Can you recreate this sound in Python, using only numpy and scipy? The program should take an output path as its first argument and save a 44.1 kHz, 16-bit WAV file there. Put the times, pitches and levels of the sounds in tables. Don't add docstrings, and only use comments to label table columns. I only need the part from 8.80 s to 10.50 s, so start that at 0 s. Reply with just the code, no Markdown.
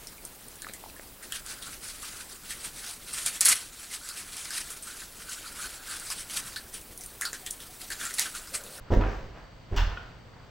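import sys
import numpy as np
from scipy import signal
from scipy.fft import rfft, irfft
from scipy.io import wavfile
from scipy.ndimage import uniform_filter1d

SR = 44100
rng = np.random.default_rng(int(sys.argv[2]) if len(sys.argv) > 2 else 0)


def master(y):
    cut = np.clip(np.atleast_2d(y).T, -1, 1)
    pcm = np.round(cut * 32767)
    wavfile.write(sys.argv[1], SR, pcm.astype(np.int16))


N = 74970
T = np.arange(N) / SR
HZ = np.fft.rfftfreq(2 * N, 1 / SR) + 1e-3
SIDES = np.array([[1], [-1]])

# frequency_hz, relative_density_db
ROOM_TONE_SPECTRUM = [(20, -7.5), (45, -10.5), (70, -8), (120, -8.5), (200, -14.5), (350, -21.5),
                      (500, -19), (1080, -24), (2040, -29.5), (2600, -32), (4470, -35), (8400, -47)]
# pitch_hz, level_db
HUM_TONES = [(118.4, -57.5), (258.4, -69), (2056, -75.5), (2848, -77.5), (3085, -78.5), (7940, -87.5),
             (8240, -87.5)]
# start_s, boom_db, contact_ms, t60_ratio
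WEIGHT_SHIFTS = [(.01, -37.5, 22, 1.2), (0.432, -27, 34.7, 3.9), (1.066, -22.5, 26, 0.5),
                 (1.248, -40.5, 28, 1.2)]
# start_s, boom_db, contact_ms, t60_ratio, thud_db, thud_cutoff_hz
FOOTFALLS = [(.104, -33, 0.99, 1.35, -30.5, 1014), (0.118, -22, 2.7, 0.93, -26.5, 780),
             (.127, -25, 2.18, 1.47, -26.5, 870), (0.168, -14.5, 11.5, 1.46, -21, 392),
             (0.913, -36.5, 5.7, 2, -32, 380), (.924, -28.5, 3.43, 0.89, -36.5, 995),
             (.968, -20, 13, 1.2, -57, 400), (0.995, -18.5, 16, .75, -60, 400),
             (1.019, -21.5, 11.4, 1.2, -55, 397)]
# pitch_hz, relative_db, base_t60_s
FLOOR_MODES = [(28.07, -20, 0.77), (43.3, 1.5, 0.37), (52.9, -5, 0.54), (62.3, -4.5, 0.4),
               (81.5, -0.5, 0.38), (96.6, -1, 0.39), (121, -13, .5), (159.3, -8, 0.6), (209.4, -8.5, 0.52),
               (277.6, -4, 0.45), (346.6, -2, 0.26), (396.9, 5.5, 0.41)]
# peak_s, level_db, rise_s, fall_s, tilt_db_per_octave
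BRUSH_STROKES = [(0.083, -55, 0.043, .02, -2.5), (0.134, -39, 0.023, 0.037, 1.6),
                 (0.229, -32, 0.032, 0.03, -6.5), (.275, -39.5, 0.032, 0.078, -4.5),
                 (0.324, -50.5, 0.12, 0.1, 3.5), (0.579, -50.5, 0.049, 0.055, -2),
                 (0.957, -49, 0.043, 0.022, 1), (.992, -31.5, 0.0083, 0.033, 1),
                 (1.128, -44.5, 0.035, 0.034, -2), (1.23, -54, 0.12, 0.091, -0.5),
                 (1.56, -58.5, 0.08, 0.12, -3.5), (1.64, -63, 0.023, 0.024, 2)]
# frequency_hz, relative_db
BRUSH_SPECTRUM = [(100, -7.5), (400, -0.5), (680, 2), (1100, 3.5), (1600, 3), (2100, -1.5), (3000, -7),
                  (4200, -15.5), (6000, -16), (8500, -31.5)]
# start_s, crunch_db, settle_s, crunch_cutoff_hz, knock_db
BAG_HITS = [(0.211, -30, 0.0038, 3000, -39), (0.238, -32.5, 0.0031, 2500, -44),
            (0.963, -33, 0.016, 7000, -49), (0.975, -26.5, 0.025, 4000, -58),
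            (1.1732, -37, 0.006, 3000, -34)]
# pitch_hz, relative_db, t60_s
KNOCK_MODES = [(1437, 0, 0.065), (1514, -20.5, 0.036), (2515, -11, 0.052), (3040, -10.5, 0.037)]
# frequency_hz, relative_db
PELLET_SPECTRUM = [(100, -33), (400, -23), (800, -5.5), (1500, 0), (2100, -12.5), (2900, -1.5),
                   (4000, -11.5), (5500, -7), (8500, -15)]
# frequency_hz, t60_s
ROOM_DECAY = [(100, 0.17), (500, 0.73), (1500, 0.47), (4000, 0.7), (9000, 0.31)]


def amp(db):
    return 10 ** (np.asarray(db) / 20)


def unit(x):
    return x / np.sqrt(np.mean(x ** 2))


def along(points, hz):
    point_hz, values = np.array(points).T
    return np.interp(np.log(hz), np.log(point_hz), values)


def shape(x, gain):
    return irfft(rfft(x, 2 * N) * gain)[..., :N]


def cut(x, hz, order=2, kind="low"):
    return signal.sosfilt(signal.butter(order, min(hz, SR / 3), kind, fs=SR, output="sos"), x)


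def fade(start, fall):
    return (T >= start) * np.exp(-np.abs(T - start) / fall)


def ring(modes):
    return sum(amp(db - 60 * T / t60) * np.sin(2 * np.pi * hz * T) for hz, db, t60 in modes)


def convolve(x, response):
    return shape(x, rfft(response, 2 * N))


def room_tone(noise_db=-51.5, width=0.68, wander_hz=2.6):
    spectrum = amp(along(ROOM_TONE_SPECTRUM, HZ)) * (HZ > 15)
    mid, side = unit(shape(rng.standard_normal((2, N)), spectrum))
    out = amp(noise_db) * (mid + width * cut(side, hz=248, order=1, kind="high") * SIDES)
    for hz, db in HUM_TONES:
        wander = wander_hz * unit(cut(rng.standard_normal(N), hz=30))
        phase = 2 * np.pi * np.cumsum(hz + wander) / SR
        out += amp(db) * np.sqrt(2) * np.sin(phase)
    return out


def camera_whine(pitch_hz=4626, width_hz=100, level_db=-71):
    band = np.exp(-((HZ - pitch_hz) / width_hz) ** 2)
    return amp(level_db) * unit(shape(rng.standard_normal(N), band))


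def floor_boom():
    out = np.zeros(N)
    for start, db, contact_ms, t60_ratio, *_ in FOOTFALLS + WEIGHT_SHIFTS:
        progress = np.maximum(T - start, 0) / (contact_ms / 1000)
        push = progress * np.exp(-4 * progress)
        modes = [(hz, mode_db, t60 * t60_ratio) for hz, mode_db, t60 in FLOOR_MODES]
        out -= amp(db) * convolve(push / push.sum(), ring(modes))
    return out


def brushes(flutter_db=2.65):
    out = np.zeros(N)
    for peak, db, rise, fall, tilt in BRUSH_STROKES:
        friction = rng.standard_normal(N)
        catching = unit(uniform_filter1d(rng.standard_normal(N), size=130))
        fibres = friction * amp(flutter_db * catching)
        colour_db = along(BRUSH_SPECTRUM, HZ) + tilt * np.log2(np.maximum(HZ, 500))
        rub = unit(shape(fibres, amp(colour_db)))
        swell = np.where(T < peak, np.exp(-((T - peak) / rise) ** 2), fade(peak, fall))
        out += amp(db) * rub * swell
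    return out


def sole_thuds(fall_s=0.024, low_cut_hz=231):
    out = np.zeros(N)
    for start, *_, db, cutoff_hz in FOOTFALLS:
        makeup = np.sqrt(SR / 2 / cutoff_hz)
        slap = rng.standard_normal(N) * makeup * fade(start, fall_s)
        out += amp(db) * cut(slap, cutoff_hz, order=5)
    return cut(out, low_cut_hz, kind="high")


def footbag(clicks_per_s=4500, spread_db=2.5):
    out = np.zeros(N)
    knock = cut(ring(KNOCK_MODES), hz=4700, order=4)
    for start, crunch_db, settle, cutoff_hz, knock_db in BAG_HITS:
        collisions = rng.random(N) < clicks_per_s / SR
        clicks = collisions * rng.choice([-1, 1], N) * amp(spread_db * rng.standard_normal(N))
        crunch = unit(shape(clicks, amp(along(PELLET_SPECTRUM, HZ)))) * fade(start, settle)
        out += amp(crunch_db) * cut(crunch, cutoff_hz, order=3)
        out += amp(knock_db) * np.interp(T - start, T, knock, left=0)
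    return out


def bedroom(direct, reverb_db=-5, width=0.57, onset_s=0.003):
    noise, tail = rng.standard_normal((2, N)), 0
    for hz in 2. ** np.arange(6, 15):
        octave = np.maximum(1 - np.abs(np.log2(HZ / hz)), 0)
        tail += shape(noise, octave) * amp(-60 * T / along(ROOM_DECAY, hz))
    response = unit(tail * (1 - np.exp(-T / onset_s))) / np.sqrt(N)
    mid, side = convolve(direct, response)
    return direct + amp(reverb_db) * (mid + width * cut(side, hz=170, kind="high") * SIDES)


def scene(boom_right_db=2.2):
    player = bedroom(sole_thuds() + brushes() + footbag())
    floor = floor_boom() * amp(-boom_right_db * SIDES / 2)
    return player + floor + room_tone() + camera_whine()


def record(dry, low_cut_hz=18, band_hz=8600, mirror_db=-5, top_hz=15900):
    band = 1 / np.sqrt(1 + (HZ / band_hz) ** 90)
    narrow = shape(cut(dry, low_cut_hz, order=1, kind="high"), band)
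    mirror = amp(mirror_db) * narrow * (-1) ** np.arange(N)
    top_cut = 1 / np.sqrt(1 + (HZ / top_hz) ** 400)
    return shape(narrow + mirror, top_cut)


dry = scene()
out = record(dry)
master(out)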